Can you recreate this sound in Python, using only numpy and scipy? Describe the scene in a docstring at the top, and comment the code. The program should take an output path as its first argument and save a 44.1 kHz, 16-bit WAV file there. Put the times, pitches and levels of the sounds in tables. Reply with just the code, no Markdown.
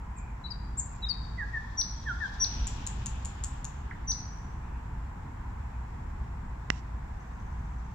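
"""A nightingale in a leafy wood

A nightingale sings one phrase: thin high calls, sliding whistles, three held notes that end in a whip,
and a run of dry double clicks. Trunks and leaves scatter its song and the faint calls of far birds.
A low rumble lies under it all, and one gust stirs the leaves. Near the end something small taps
the casing beside the right microphone and makes it ring."""
import sys
import numpy as np
from scipy import signal
from scipy.fft import rfft, irfft
from scipy.io import wavfile

SR = 44100
rng = np.random.default_rng(int(sys.argv[2]) if len(sys.argv) > 2 else 0)


def unload_audio(sound):
    """Save the sound as a 16-bit wav file, at the path given as the first command line argument."""
    columns = np.transpose(np.atleast_2d(sound))
    # keep every value between -1 and 1, then stretch to whole-number steps
    steps = np.round(np.clip(columns, -1, 1) * 32767)
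    wavfile.write(sys.argv[1], SR, steps.astype(np.int16))


N = 350154
TIME = np.arange(N) / SR

# The nightingale's held notes. Each row: start in seconds, length in seconds, opening pitch in Hz,
# held pitch in Hz, level in dB, swell over the note in dB, level of the closing whip in dB.
HELD_NOTES = [ (1.769, 0.045, 6060, 5723, -26, 13, -23.5), (2.393, 0.051, 6110, 5730, -24, 11, -21),
              (4.068, .049, 6430, 5800, -28, 17, -26)]


def undb(db):
    """Turn decibels into a number to multiply a sound by."""
    return 10 ** (np.asarray(db) / 20)


def add(out, start_s, sound):
    """Mix a sound in at the given time."""
    i = int(start_s * SR)
    out[..., i:i + sound.shape[-1]] += sound[..., :N - i]


def tone_curve(points):
    """Join (Hz, dB) points into a gain for every frequency."""
    hz, db = np.transpose(points)
    return undb(np.interp(np.log(np.fft.rfftfreq(N, 1 / SR) + 1), np.log(hz), db))


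def wander(turns_per_s):
    """A random curve that drifts around zero, by about 1 either way."""
    points = rng.standard_normal(int(N / SR * turns_per_s) + 2)
    return np.interp(TIME * turns_per_s, np.arange(len(points)), points)


def fade(u, rise, fall):
    """Fade in and out as u runs from 0 to 1; rise and fall are shares of the sound's length."""
    opening = np.sin(np.pi / 2 * np.clip(u / rise, 0, 1)) ** 2
    closing = np.sin(np.pi / 2 * np.clip((1 - u) / fall, 0, 1)) ** 2
    return opening * closing


def wide_noise(spectrum):
    """Noise shaped by (Hz, dB) points: alike on both sides in the bass, wide in the treble."""
    # Stereo width. Each row: frequency in Hz, level of the differing part over the shared part in dB.
    width = [(60, -33.5), (110, -17.5), (200, -18.5), (380, -0.5), (700, 2), (1290, -4), (2380, 2),
             (4400, -1), (8120, 1.5), (15000, 0)]
    shared, differing = rfft(rng.standard_normal((2, N))) * tone_curve(spectrum)
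    shared = irfft(shared, N)
    differing = irfft(differing * tone_curve(width), N)
    return np.array([shared + differing, shared - differing]) / shared.std()


def gust(peak_db, rise_db_per_s, fall_db_per_s, peak_s=2.556):
    """A gain that climbs to the height of the gust and then dies away."""
    since = TIME - peak_s
    return undb(peak_db - np.maximum(-since * rise_db_per_s, since * fall_db_per_s))


def far_rumble(growth_db_per_s=0.2):
    """A low rumble grows slowly as the breeze freshens, and surges with the gust."""
    # The rumble's tone. Each row: frequency in Hz, relative level in dB.
    spectrum = [(12, -36.5), (25, -4), (40, -8), (50, 0.5), (59, 3.5), (68, -1), (85, -8), (115, -8.5),
                (160, -15), (220, -18), (300, -26), (400, -32.5), (520, -40.5), (800, -42.5), (2000, -96)]
    breeze = undb(-38.5 + growth_db_per_s * TIME)
    surge = gust(-34, rise_db_per_s=132.5, fall_db_per_s=10.5)
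    return wide_noise(spectrum) * np.hypot(breeze, surge) * undb(0.98 * wander(8))


def air_hush(still_db=-53.37):
    """The soft hush of the air swells with the gust and slowly settles."""
    # The hush's tone. Each row: frequency in Hz, relative level in dB.
    spectrum = [(260, -35), (450, -10), (580, -16), (680, -9), (850, -1.5), (990, 0), (1210, -7),
                (1700, -9.5), (2500, -21), (3050, -27.5), (3700, -33.5), (4800, -35.5), (6300, -34),
                (7400, -28), (8700, -43), (15500, -45)]
    gain = np.hypot(undb(still_db), gust(-56.5, rise_db_per_s=23.5, fall_db_per_s=3))
    return wide_noise(spectrum) * gain * undb(0.4 * wander(1.98))


def leaves(trim_db=-2, flutter_db=1.5, growth_db_per_s=1.02):
    """Leaves rustle well ahead of the gust, and branches swish at its height."""
    # The thin rustle of leaves. Each row: frequency in Hz, relative level in dB.
    leaf_tone = [(2000, -19), (3000, -13.5), (3300, 1.5), (4400, -1.5), (5500, -2), (6500, -9), (7700, -19),
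                 (8700, -32), (14000, -35)]
    # The fuller swish of branches. Each row: frequency in Hz, relative level in dB.
    branch_tone = [(1200, -19.5), (2100, -12.5), (2500, -5), (3000, -5), (3800, -10), (6000, -39.5),
                   (12000, -55)]
    stir = undb(-80 + growth_db_per_s * TIME)
    rustle = np.hypot(stir, gust(-52, rise_db_per_s=11.5, fall_db_per_s=16))
    swish = gust(-52.5, rise_db_per_s=75, fall_db_per_s=11)
    return sum(wide_noise(tone) * gain * undb(trim_db + flutter_db * wander(35))
               for tone, gain in ((leaf_tone, rustle), (branch_tone, swish)))


def bird_voice(hz, gain, second_db=-41, third_db=-60, waver=0.003):
    """A nearly pure, slightly unsteady tone with faint overtones at two and three times its pitch."""
    points = rng.standard_normal(12)
    drift = np.interp(np.linspace(0, 11, len(hz)), np.arange(12), points)
    phase = 2 * np.pi * np.cumsum(hz * (1 + waver * drift)) / SR
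    overtones = undb(second_db) * np.sin(2 * phase) + undb(third_db) * np.sin(3 * phase)
    return gain * (np.sin(phase) + overtones)


def wood_echoes(song, near_fade_s=0.19, far_fade_s=0.86, treble_fade_s=0.37, trunk_count=12):
    """Nearby leaves scatter the song at once, single trunks echo it, and the deep wood rings on."""
    t = np.arange(int(1.3 * SR)) / SR
    below_treble = signal.butter(6, 6600, fs=SR, output="sos")
    sides = []
    for _ in range(2):
        near, far = rng.standard_normal((2, len(t)))
        near *= undb(-60 * t / near_fade_s) * (1 - np.exp(-t / 0.0027))
        # Leaves and air swallow the highest notes first.
        low = signal.sosfiltfilt(below_treble, far)
        far = low * undb(-60 * t / far_fade_s) + (far - low) * undb(-60 * t / treble_fade_s)
        far *= 1 - np.exp(-t / 0.021)
        trunks = np.zeros(len(t))
        delays_s = rng.uniform(0.006, 0.17, trunk_count)
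        trunks[(delays_s * SR).astype(int)] = rng.choice([-1, 1], trunk_count) / (delays_s + 0.013)
        echoes = sum(undb(db) * part / np.linalg.norm(part)
                     for db, part in ((-6, near), (-12, far), (-12, trunks)))
        sides.append(signal.fftconvolve(song, echoes)[:N])
    return signal.sosfilt(signal.butter(3, 10000, fs=SR, output="sos"), np.array(sides))


def far_birds(direct_db=-5, echo_db=3):
    """Faint sliding notes and a thin trill come from deep among the trees."""
    # Far calls. Each row: start in seconds, number of notes, seconds from note to note,
    # note length in seconds, starting pitch in Hz, ending pitch in Hz, relative level in dB.
    calls = [ (.14, 3, .05, .08, 2700, 2150, -61), (.88, 3, .1, .09, 2900, 2200, -64),
             (2.05, 3, .17, .06, 3480, 3080, -51), (4.62, 3, .05, .05, 2100, 3000, -63),
             (5.6, 3, .06, .05, 2800, 2100, -65), (7.198, 12, .0642, .017, 5500, 6900, -64)]
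    song = np.zeros(N)
    for start, count, step, length, from_hz, to_hz, db in calls:
        u = np.linspace(0, 1, int(length * SR))
        for k in range(count):
            gain = undb(db + 2 * rng.standard_normal()) * fade(u, rise=0.4, fall=0.31)
            add(song, start + k * step, bird_voice(from_hz + (to_hz - from_hz) * u, gain))
    return undb(direct_db) * song + undb(echo_db) * wood_echoes(song)


def whistle(hz, db, swell_db, overtone_db=-46.5):
    """One note along a pitch curve; it grows by swell_db, or shrinks if that is negative."""
    u = np.linspace(0, 1, len(hz))
    gain = undb(db + swell_db * (u - 0.5)) * fade(u, rise=0.35, fall=0.16)
    return bird_voice(hz, gain, second_db=overtone_db)


def high_calls(crest=0.69, climb=0.07, drop=0.22):
    """The pitch arches: a small climb to its crest, then a steep drop."""
    # Thin high calls. Each row: start in seconds, length in seconds, top pitch in Hz, level in dB,
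    # swell in dB, left minus right in dB.
    calls = [(0.157, 0.035, 7620, -51, 19, -2), (0.768, .036, 7590, -29, 16.5, 1)]
    for start, length, top_hz, db, swell_db, pan_db in calls:
        u = np.linspace(0, 1, int(length * SR))
        climbing = climb * (1 - u / crest) ** 2
        dropping = drop * ((u - crest) / (1 - crest)) ** 2
        hz = top_hz * (1 - np.where(u < crest, climbing, dropping))
        yield start, whistle(hz, db, swell_db), pan_db


def sliding_whistles(arrival=0.9):
    """The voice eases from one pitch to another, arriving just before the note ends."""
    # Slides. Each row: start in seconds, length in seconds, starting pitch in Hz, ending pitch in Hz,
    # level in dB, swell in dB, left minus right in dB.
    slides = [ (0.436, 0.034, 4004, 3950, -38, 9.5, 6), (0.465, 0.015, 4050, 4560, -47, -8, 2),
              (0.5, 0.027, 5120, 4620, -38, 10.5, 28), (1.018, 0.039, 3980, 3752, -30, 14, -6.5),
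              (1.058, .012, 3700, 4300, -48, -8.5, -5), (1.083, .039, 4980, 4447, -28.5, 6, 23),
              (1.372, 0.076, 2030, 1615, -34, -5.5, -6.5), (1.528, 0.057, 1898, 1737, -31.5, -1.5, 4),
              (2.052, .074, 1880, 1402, -31.5, 8, -2), (2.196, 0.073, 1860, 1559, -31, 0, 8.5),
              (3.909, 0.013, 2220, 1340, -39, -20, -7)]
    for start, length, from_hz, to_hz, db, swell_db, pan_db in slides:
        u = np.linspace(0, 1, int(length * SR))
        hz = to_hz + (from_hz - to_hz) * (1 + np.cos(np.pi * u / arrival)) / 2
        yield start, whistle(hz, db, swell_db), pan_db


def held_notes(lowest_at=0.516, flatness=2.35, pan_db=2):
    """The pitch sinks, holds around the middle of the note, and lifts again towards the whip."""
    for start, length, opening_hz, held_hz, db, swell_db, _ in HELD_NOTES:
        u = np.linspace(0, 1, int(length * SR))
        hz = held_hz + (opening_hz - held_hz) * np.abs(1 - u / lowest_at) ** flatness
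        yield start, whistle(hz, db, swell_db, overtone_db=-29), pan_db


def whips(length_s=0.0125, overlap_s=0.0071, hold=0.371, bottom_hz=3110, pan_db=2):
    """Each held note ends by hanging at its opening pitch, then plunging about an octave."""
    u = np.linspace(0, 1, int(length_s * SR))
    drop = np.clip((u - hold) / (1 - hold), 0, 1)
    for start, note_s, top_hz, *_, db in HELD_NOTES:
        hz = top_hz + (bottom_hz - top_hz) * drop
        whip = bird_voice(hz, undb(db) * fade(u, rise=0.58, fall=0.28))
        yield start + note_s - overlap_s, whip, pan_db


def double_clicks(gap_s=0.0064, length_s=0.0044, drop=0.28, chirp_db=1, snap_db=-5, snap_s=0.0033):
    """Two tiny falling chirps come close together, each with a dry snap of noise."""
    # Click pairs. Each row: start in seconds, pitch in Hz, relative level in dB,
    # second click minus first in dB, left minus right in dB.
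    pairs = [ (2.6694, 7060, -28, -0.5, 0), (2.8656, 7070, -28.5, 2, 3.5), (3.0592, 7060, -26.5, -2.5, 0.5),
             (3.2486, 7230, -31, 1, 1), (3.4376, 7130, -26.5, -1.5, 2), (3.6444, 6900, -32, 1.5, 3)]
    u = np.linspace(0, 1, int(length_s * SR))
    snap_band = signal.butter(3, [2700, 9600], "bandpass", fs=SR, output="sos")
    for start, pitch_hz, db, second_click_db, pan_db in pairs:
        hz = pitch_hz * (1 - drop * (u - 0.4))
        for delay, click_db in ((0, db), (gap_s, db + second_click_db)):
            chirp = bird_voice(hz, fade(u, rise=0.23, fall=0.67), second_db=-42, waver=0.027)
            burst = rng.standard_normal(len(u)) * np.exp(-u * length_s / snap_s)
            click = undb(chirp_db) * chirp + undb(snap_db) * signal.sosfilt(snap_band, burst)
            yield start + delay, undb(click_db) * click, pan_db


def nightingale(right_lag_s=0.000036):
    """The phrase arrives directly, a little from the left, and again as echoes from all round."""
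    direct, song = np.zeros((2, N)), np.zeros(N)
    phrase = [*sliding_whistles(), *high_calls(), *held_notes(), *whips(), *double_clicks()]
    for start, sound, pan_db in phrase:
        side_gains = undb([[pan_db / 2], [-pan_db / 2]])
        add(direct, start, sound * side_gains / side_gains.mean())
        add(song, start, sound)
    delay = np.exp(-2j * np.pi * np.fft.rfftfreq(N, 1 / SR) * right_lag_s)
    direct[1] = irfft(rfft(direct[1]) * delay, N)
    return direct + wood_echoes(song)


def casing_tap(start_s=6.7025, left_lag_s=0.00052, left_db=-11, thud_s=0.00082, scuff_s=0.12):
    """A tap rings the casing on the right and scuffs off it; the left hears it later and duller."""
    # The casing's ringing tones. Each row: pitch in Hz, seconds to fade by 60 dB, relative level in dB.
    tones = [(188, 0.0062, -34), (1410, 0.00082, -37.5), (2020, 0.011, -9.5), (2790, 0.0056, -8.5),
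             (3800, 0.0018, -13.5), (5620, 0.0035, -13), (7130, 0.0026, -15)]
    t = np.arange(int(0.04 * SR)) / SR
    ring = sum(undb(db - 60 * t / fade_s) * np.sin(2 * np.pi * hz * t) for hz, fade_s, db in tones)
    tick = undb(-5) * np.exp(-t / 0.00005)
    soften = signal.butter(4, 6600, fs=SR, output="sos")
    knock = -undb(-1) * signal.sosfilt(soften, ring + tick)
    dull_knock = signal.sosfilt(signal.butter(1, 1500, fs=SR, output="sos"), knock)
    thud = -undb(-18) * t / thud_s * np.exp(1 - t / thud_s) * (1 - t / thud_s / 2)
    u = np.linspace(0, 1, int(scuff_s * SR))
    scuff = signal.fftconvolve(rng.standard_normal(len(u)), np.diff(knock))[:len(u)]
    scuff *= fade(u, rise=0.05, fall=0.37)
    out = np.zeros((2, N))
    add(out[1], start_s, knock + thud)
    add(out[1], start_s, undb(-54) * scuff / scuff.std())
    add(out[0], start_s + left_lag_s, undb(left_db) * dull_knock + thud)
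    return out


def scene():
    """Mix birds and leaves, a little duller on the right, with the rumble, the hush and the tap."""
    # The treble dip of the right microphone's opening. Each row: frequency in Hz, gain in dB.
    right_dip = [(1000, -0.5), (1700, 0.5), (3000, -3), (3900, -8.5), (4600, -11), (5300, -8.5),
                 (5800, -0.5), (6500, -4.5), (7400, -2.5), (9000, -2.5)]
    left, right = nightingale() + far_birds() + leaves()
    right = irfft(rfft(right) * tone_curve(right_dip), N)
    return np.array([left, right]) + far_rumble() + air_hush() + casing_tap()


def record(dry, top_hz=15750):
    """Flatten any peaks beyond full scale and cut the highest treble."""
    return signal.sosfilt(signal.ellip(10, 0.1, 80, top_hz, fs=SR, output="sos"), np.clip(dry, -1, 1))


dry = scene()
out = record(dry)
unload_audio(out)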